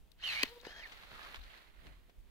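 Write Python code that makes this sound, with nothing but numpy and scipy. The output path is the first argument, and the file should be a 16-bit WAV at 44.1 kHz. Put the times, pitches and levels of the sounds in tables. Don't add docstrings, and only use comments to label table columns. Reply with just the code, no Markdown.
import sys
import numpy as np
from scipy import signal
from scipy.fft import rfft, irfft, next_fast_len
from scipy.io import wavfile
from scipy.ndimage import map_coordinates

SR = 44100
rng = np.random.default_rng(int(sys.argv[2]) if len(sys.argv) > 2 else 0)


def waveform_to_disk(signal):
    frames = np.transpose(np.atleast_2d(signal))
    scaled = np.clip(frames, -1, 1) * 32767
    samples = np.round(scaled).astype(np.int16)
    wavfile.write(sys.argv[1], SR, samples)


N = 101429
T = np.arange(N) / SR
SNAP_S = .4313
RUSTLE_ALIKE, RUSTLE_LAG_MS = 0.27, -0.2

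# time in seconds, gear mesh rate in Hz, whine and rattle drive in dB.
CLOSING = [(.175, 903, -92, -64), (.203, 1800, -78, -43.5), (.226, 2750, -50.5, -36.5),
           (.24, 3142, -31.5, -29), (.275, 2948, -35.5, -26.5), (.297, 2660, -32.5, -25.5),
           (.335, 2449, -36.5, -24), (.38, 2290, -32, -27), (.428, 2560, -30.5, -23.5),
           (.445, 2500, -57, -32.5), (.49, 1480, -79, -40.5), (.53, 900, -86, -58)]
OPENING = [(.62, 900, -88, -58), (.652, 2300, -64, -35), (.677, 2930, -43, -37.5),
           (.703, 3206, -40.5, -36.5), (.73, 3263, -44.5, -39.5), (.8, 3264, -40, -37),
           (.816, 3100, -44, -39.5), (.835, 2463, -40.5, -39.5), (.854, 1917, -38, -55),
           (.866, 1685, -51, -57), (.91, 980, -73, -62)]


def stroke(curve, partials, housing, jitter, flutter_db, teeth=21):
    mesh_hz, whine_db, rattle_db = in_time(curve)
    phase = running_phase(mesh_hz * (1 + jitter * drift(130)))
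    whine = sum(from_db(db) * flutter(flutter_db, 160) * np.sqrt(2) * np.sin(multiple * phase)
                for multiple, db in partials)
    whine *= 1 + 0.19 * np.sin(phase / teeth)
    rattle = spread(lambda: grains(per_s=7000, spread_db=1.5), alike=0.64, arrive=from_tool)
    rattle *= flutter(1.5, 110)
    drive = from_tool(whine * from_db(whine_db)) + rattle * from_db(rattle_db)
    return colour(during(curve) * drive, housing)


def closing_motor():
    # multiple of the mesh rate, relative level in dB.
    partials = [(.94, -3), (1, 1.5), (1.24, -15.5), (1.89, -8.5)]
    # frequency in Hz, left and right gain in dB.
    housing = [(98.7, -13.5, -66.5), (294, -29.5, -29.5), (677, -16, -19), (1372, -13.5, -15),
               (1980, -10.5, -3), (2470, -14, -10), (3140, -8.5, -3.5), (3460, -7, -25.5),
               (4200, -4.5, -18.5), (4880, -14.5, -39), (6400, -22, -34.5), (8160, -33, -45),
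               (11500, -38.5, -35.5), (14900, -39, -55)]
    return stroke(CLOSING, partials, housing, jitter=.008, flutter_db=3.5) + colour(strain(), housing)


def strain():
    # time in seconds, pitch in Hz, drive in dB.
    upper_whine = [(.255, 4950, -58), (.275, 4600, -37), (.295, 4280, -35), (.315, 4000, -35.5),
                   (.345, 3700, -45)]
    mesh_hz, _, rattle_db = in_time(CLOSING)
    grind = rough_band(.92 * mesh_hz, width_hz=140) * from_db(rattle_db - 17) * during(CLOSING)
    hz, db = in_time(upper_whine)
    phase = running_phase(hz * (1 + .004 * drift(130)))
    return from_tool(grind + np.sqrt(2) * np.sin(phase) * from_db(db) * during(upper_whine))


def opening_motor():
    # multiple of the mesh rate, relative level in dB.
    partials = [(1, -1), (1.332, -17), (1.665, -12), (2.001, -10)]
    # frequency in Hz, left and right gain in dB.
    housing = [(100, -21, -18), (302, -16, -18), (648, -8.5, -9.5), (1200, -13, -15), (1730, -6, -3),
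               (2660, -18.5, -10.5), (3300, -13.5, -27), (4000, -8.5, -16), (4740, -11.5, -34),
               (6320, -20.5, -32), (8150, -34.5, -38), (15000, -36, -37)]
    return stroke(OPENING, partials, housing, jitter=.004, flutter_db=3)


def rasp():
    # time in seconds, centre in Hz, level in dB.
    curve = [(.66, 1498, -75), (.7, 1630, -61), (.77, 1734, -55.5), (.83, 1970, -53.5), (.86, 2004, -56)]
    hz, db = in_time(curve)
    return pan(-4) * from_tool(rough_band(hz, width_hz=134) * from_db(db) * during(curve))


def fibres():
    # time in seconds, level in dB.
    curve = [(.24, -67), (.32, -63), (.425, -68)]
    db, = in_time(curve)
    cracks = rms_one(resonate(grains(per_s=3500, spread_db=1.5), hz=10500, width_hz=6500))
    return pan(6.5) * from_tool(cracks * from_db(db) * during(curve))


def snap(break_s=.4331, break_width_s=0.0011):
    # frequency in Hz, left and right gain in dB.
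    tear_colour = [(101, -37, -34.5), (255, -5.5, 3), (1050, -15.5, -12), (3000, -9.5, -7.5),
                   (5000, -4.5, -23), (7530, -12.5, -23), (9380, -10.5, -24), (12800, -12.5, -19.5),
                   (15500, -13, -25)]
    # frequency in Hz, left and right level in dB, T60 in seconds.
    modes = [(256, -41.5, -41.5, 0.015), (401, -44, -44.5, .018), (597, -44.5, -44, .018),
             (1038, -44, -45.5, 0.013), (1910, -37, -35, 0.012), (2506, -30.5, -29.5, 0.0084),
             (3160, -31, -39, 0.0093), (4200, -29.5, -45, 0.0088)]
    tear = hit_one(burst(SNAP_S, decay_s=0.002))
    out = from_db(-22) * colour(from_tool(tear), tear_colour)
    force = np.exp(-.5 * np.minimum(np.abs(T - break_s) / break_width_s, 10) ** 2)
    for hz, left_db, right_db, t60_s in modes:
        kick = resonate(force * white(), hz, hz / 2)
        ring = resonate(kick, hz, width_hz=np.log(1000) / (np.pi * t60_s))
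        out += from_db([[left_db], [right_db]]) * from_tool(hit_one(ring))
    return out


def shiver(decay_s=0.15):
    # frequency in Hz, left and right relative gain in dB.
    spectrum = [(120, -5, -3), (300, -5, -8), (800, -4.5, -7), (2010, -2.5, 1.5), (3960, 2.5, -8),
                (6000, -12, -23), (9000, -19.5, -17.5), (14860, -11.5, -18.5)]
    crackle = rms_one(colour(spread(dry_grains, RUSTLE_ALIKE, from_tool), spectrum))
    return crackle * from_db(-53.5) * (T > SNAP_S) * np.exp(-np.abs(T - SNAP_S) / decay_s)


def tone(jitter=0.0092, octave_db=-8.5):
    # time in seconds, pitch in Hz, level in dB.
    curve = [(.475, 425, -67), (.5, 466, -65), (.525, 471.6, -54.5), (.55, 481.4, -64.5),
             (.57, 479.3, -54.5), (.595, 473, -69.5), (.635, 499, -65.5), (.73, 501, -79)]
    hz, db = in_time(curve)
    phase = running_phase(hz * (1 + jitter * drift(66)))
    wave = np.sin(phase) + from_db(octave_db) * np.sin(2 * phase)
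    return from_tool(np.sqrt(2) * from_db(db) * during(curve) * wave)


def ticks():
    # start in seconds, level in dB, centre and width in Hz, decay in seconds, pan in dB.
    contacts = [(0.117, -68, 4300, 700, 0.002, 13.5), (.1175, -74, 11000, 7000, .001, 7),
                (0.24, -52.5, 2850, 900, 0.003, -10), (.456, -50.5, 2360, 1540, 0.0048, 8),
                (.4942, -70, 6000, 9000, .003, 6), (0.574, -61, 394, 260, 0.0054, 0),
                (0.599, -63, 3760, 300, 0.0083, 13), (.6135, -68, 3750, 3480, 0.0016, 15),
                (.633, -58.5, 600, 1180, 0.0035, 0), (0.651, -52.5, 1760, 1020, .004, 9),
                (0.666, -63.5, 4240, 1470, 0.005, 24.5), (.669, -46, 460, 230, 0.0013, 2),
                (.872, -64, 1500, 2000, 0.0012, 9), (0.92, -54, 2220, 2470, 0.012, 11),
                (.975, -69, 2090, 2500, .002, -1), (1.035, -55, 1800, 1280, 0.006, -6),
                (1.116, -58, 895, 1480, 0.0013, -4), (1.1933, -53, 1350, 900, 0.0014, -6),
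                (1.2162, -53, 1660, 800, 0.0055, -6), (1.23, -60, 3900, 500, 0.0026, 7),
                (1.2488, -54.5, 1200, 1600, 0.0012, 6), (1.263, -56, 1200, 1200, .001, 6),
                (1.345, -48.5, 1500, 1050, 0.0011, -6), (1.358, -57.5, 2950, 2500, 0.0022, 13),
                (1.3669, -57.5, 1700, 1800, 0.00036, -5), (1.413, -62.5, 4070, 400, 0.0069, 8),
                (1.437, -63.5, 4130, 1210, 0.0037, 12), (1.501, -60, 2860, 350, 0.012, -11),
                (1.534, -59, 1950, 250, 0.005, -11), (1.868, -63.5, 2100, 2200, 0.0027, 15),
                (2.096, -70, 890, 3030, 0.0055, 8)]
    near, far = np.zeros((2, N)), np.zeros((2, N))
    for start_s, db, hz, width_hz, decay_s, pan_db in contacts:
        cutoff_hz = min(0.708 * (hz + 2 * width_hz), SR / 3)
        soften = signal.butter(2, cutoff_hz, fs=SR, output="sos")
        ring = resonate(burst(start_s, decay_s), hz, width_hz)
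        tick = from_db(db) * pan(pan_db) * hit_one(signal.sosfilt(soften, ring))
        if start_s < OPENING[-1][0]:
            near += tick
        else:
            far += tick
    return from_tool(near) + ports(far, RUSTLE_LAG_MS)


def rustle():
    # time in seconds, relative level in dB.
    curve = [(0.86, -57), (1.018, -59), (1.034, -58), (1.062, -59.5), (1.226, -55), (1.336, -56.5),
             (1.348, -50.5), (1.384, -62.5), (1.572, -59), (1.732, -73), (1.862, -63), (2.054, -80.5),
             (2.102, -75), (2.13, -91), (2.29, -79)]
    # time in seconds, pan in dB, right port lag in ms.
    path = [(.9, 2.5, -0.15), (1.35, 0, -0.18), (1.42, 1.5, -0.41), (1.9, -3, -0.44)]
    # frequency in Hz, left and right relative gain in dB.
    spectrum = [(100, -15, 3), (256, -3, -1.5), (595, 0, 5), (1260, 1, 7), (1900, 0.5, 10), (3300, 2.5, 3),
                (4150, 4.5, -2), (5190, -6.5, -15.5), (8650, -19, -16), (13000, -17.5, -12),
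                (15300, -14, -25)]
    db, = in_time(curve)
    pan_db, lag_ms = in_time(path)
    rubbing = spread(dry_grains, RUSTLE_ALIKE, lambda x: ports(x, lag_ms))
    envelope = from_db(db + 2 + 1.03 * drift(53)) * during(curve, fade_s=0.029)
    return rms_one(colour(rubbing, spectrum)) * pan(pan_db) * envelope


def scrape():
    # time in seconds, level in dB.
    curve = [(1.1, -70), (1.165, -56), (1.22, -63), (1.27, -58), (1.34, -67), (1.38, -64)]
    # centre and width in Hz, relative level in dB.
    modes = [(930, 150, -17), (1240, 190, 14), (1750, 130, -13)]
    db, = in_time(curve)
    slips = spread(lambda: grains(per_s=450, spread_db=2.5), RUSTLE_ALIKE,
                   lambda x: ports(x, RUSTLE_LAG_MS))
    body = sum(from_db(mode_db) * rms_one(resonate(slips, hz, width_hz))
               for hz, width_hz, mode_db in modes)
    return rms_one(body) * from_db(db) * during(curve)


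def bumps():
    # peak time in seconds, level in dB, Gaussian width in seconds.
    touches = [(1.133, -60, 0.019), (1.872, -58.5, 0.032), (2.095, -62, 0.0057)]
    # frequency in Hz, left and right relative gain in dB.
    spectrum = [(30, -2, -4), (80, -1.5, -4), (156, -12, -4.5), (300, -11, -12), (714, -18, -12),
                (2000, -47, -41)]
    swell = sum(from_db(db) * np.exp(-.5 * ((T - s) / width_s) ** 2) for s, db, width_s in touches)
    return swell * rms_one(colour(spread(white, RUSTLE_ALIKE), spectrum))


def wind():
    # time in seconds, relative level in dB.
    gusts = [(0.0, -56.5), (0.09, -68.5), (0.35, -65), (0.38, -72), (0.46, -61), (0.58, -68), (0.61, -64),
             (1.37, -65), (1.38, -53), (1.58, -69.5), (1.89, -57), (2.15, -71.5), (2.19, -56),
             (2.29, -63.5)]
    # frequency in Hz, left and right relative gain in dB.
    spectrum = [(12.2, -8.5, -10), (26, -15, -0.5), (43.8, -1, -2.5), (71.5, -15, -11.5), (111, -35, -21.5),
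                (202.7, -29.5, -30.5), (600, -55, -58)]
    db, = in_time(gusts)
    return from_db(db + 3) * rms_one(colour(spread(white, alike=0.11), spectrum))


def air():
    # frequency in Hz, left and right relative gain in dB.
    spectrum = [(30, 10, -6.5), (119.2, 0, -1.5), (300, -2.5, 1), (710, -8.5, -7.5), (1490, -15.5, -13),
                (3200, -12.5, -14), (5770, -22.5, -23), (10000, -24, -22.5), (15500, -21, -22)]
    return from_db(-70.5) * rms_one(colour(spread(white, alike=0.34), spectrum))


def from_tool(x):
    # frequency in Hz, left port lead in radians.
    phase_lead = [(200, 0.34), (1380, 0.75), (2350, 2.13), (2760, 1.07), (3100, -1.27), (4130, -1.7),
                  (8000, 0)]
    hz, lead_rad = np.transpose(phase_lead)
    turn_rad = np.interp(np.arange(N // 2 + 1) * SR / N, hz, lead_rad) / 2
    return irfft(rfft(x) * np.exp(1j * np.array([turn_rad, -turn_rad])), N)


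def ports(x, lag_ms=0):
    shift = lag_ms * SR / 2000
    return np.array([map_coordinates(channel, [np.arange(N) + side * shift], order=3, mode="mirror")
                     for channel, side in zip(np.broadcast_to(x, (2, N)), (1, -1))])


def spread(draw, alike, arrive=ports):
    return np.sqrt(alike) * arrive(draw()) + np.sqrt(1 - alike) * np.array([draw(), draw()])


def pan(db):
    return from_db(np.vstack([db, -db]) / 2)


def colour(x, table):
    hz, *sides = np.transpose(table)
    size = 2 * next_fast_len(N)
    log_hz = np.log(np.maximum(np.arange(size // 2 + 1) * SR / size, 1))
    gains = from_db([np.interp(log_hz, np.log(hz), db) for db in sides])
    cepstrum = irfft(np.log(gains.mean(axis=0)))
    phase = rfft(2 * cepstrum[:size // 2], size).imag
    return irfft(rfft(x, size) * gains * np.exp(1j * phase))[:, :N]


def resonate(x, hz, width_hz):
    r = np.exp(-np.pi * width_hz / SR)
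    poles = [1, -2 * r * np.cos(2 * np.pi * hz / SR), r * r]
    return signal.lfilter([1, 0, -1], poles, x + 1e-18 * white())


def white():
    return rng.standard_normal(N)


def grains(per_s, spread_db):
    sizes = from_db(spread_db * np.minimum(rng.exponential(1, N), 5))
    return rms_one((rng.random(N) < per_s / SR) * sizes * rng.choice([-1, 1], N))


def dry_grains():
    return rms_one(grains(per_s=9000, spread_db=2.5) + from_db(-7) * grains(per_s=200, spread_db=2))


def burst(start_s, decay_s):
    return white() * (T >= start_s) * np.exp(-np.minimum(np.abs(T - start_s) / decay_s, 60))


def rough_band(hz, width_hz):
    phase = running_phase(hz)
    return rms_one(drift(width_hz) * np.cos(phase) + drift(width_hz) * np.sin(phase))


def drift(corner_hz):
    r = np.exp(-2 * np.pi * corner_hz / SR)
    return rms_one(signal.lfilter([1], [1, -2 * r, r * r], rng.standard_normal(N + SR))[SR:])


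def flutter(depth_db, corner_hz):
    return rms_one(from_db(depth_db * drift(corner_hz)))


def running_phase(hz):
    return 2 * np.pi * np.cumsum(hz) / SR


def in_time(rows):
    times_s, *columns = np.transpose(rows)
    return [np.interp(T, times_s, column) for column in columns]


def during(rows, fade_s=0.0034):
    outside_s = np.maximum(rows[0][0] - T, T - rows[-1][0])
    return np.exp(-np.maximum(0, outside_s) / fade_s)


def from_db(db):
    return 10 ** (np.asarray(db) / 20)


def rms_one(x):
    return x / np.sqrt(np.mean(x ** 2) + 1e-30)


def hit_one(x, window_s=.01):
    return rms_one(x) * np.sqrt(window_s * SR / N)


def scene():
    cut = closing_motor() + fibres() + snap() + shiver() + tone()
    release = opening_motor() + rasp()
    handling = ticks() + rustle() + scrape() + bumps()
    return cut + release + handling + wind() + air()


def record(dry, peak_limit=0.4, cutoff_hz=15700):
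    rounded = peak_limit * np.tanh(dry / peak_limit)
    return signal.sosfilt(signal.ellip(10, .1, 70, cutoff_hz, fs=SR, output="sos"), rounded)


dry = scene()
out = record(dry)
waveform_to_disk(out)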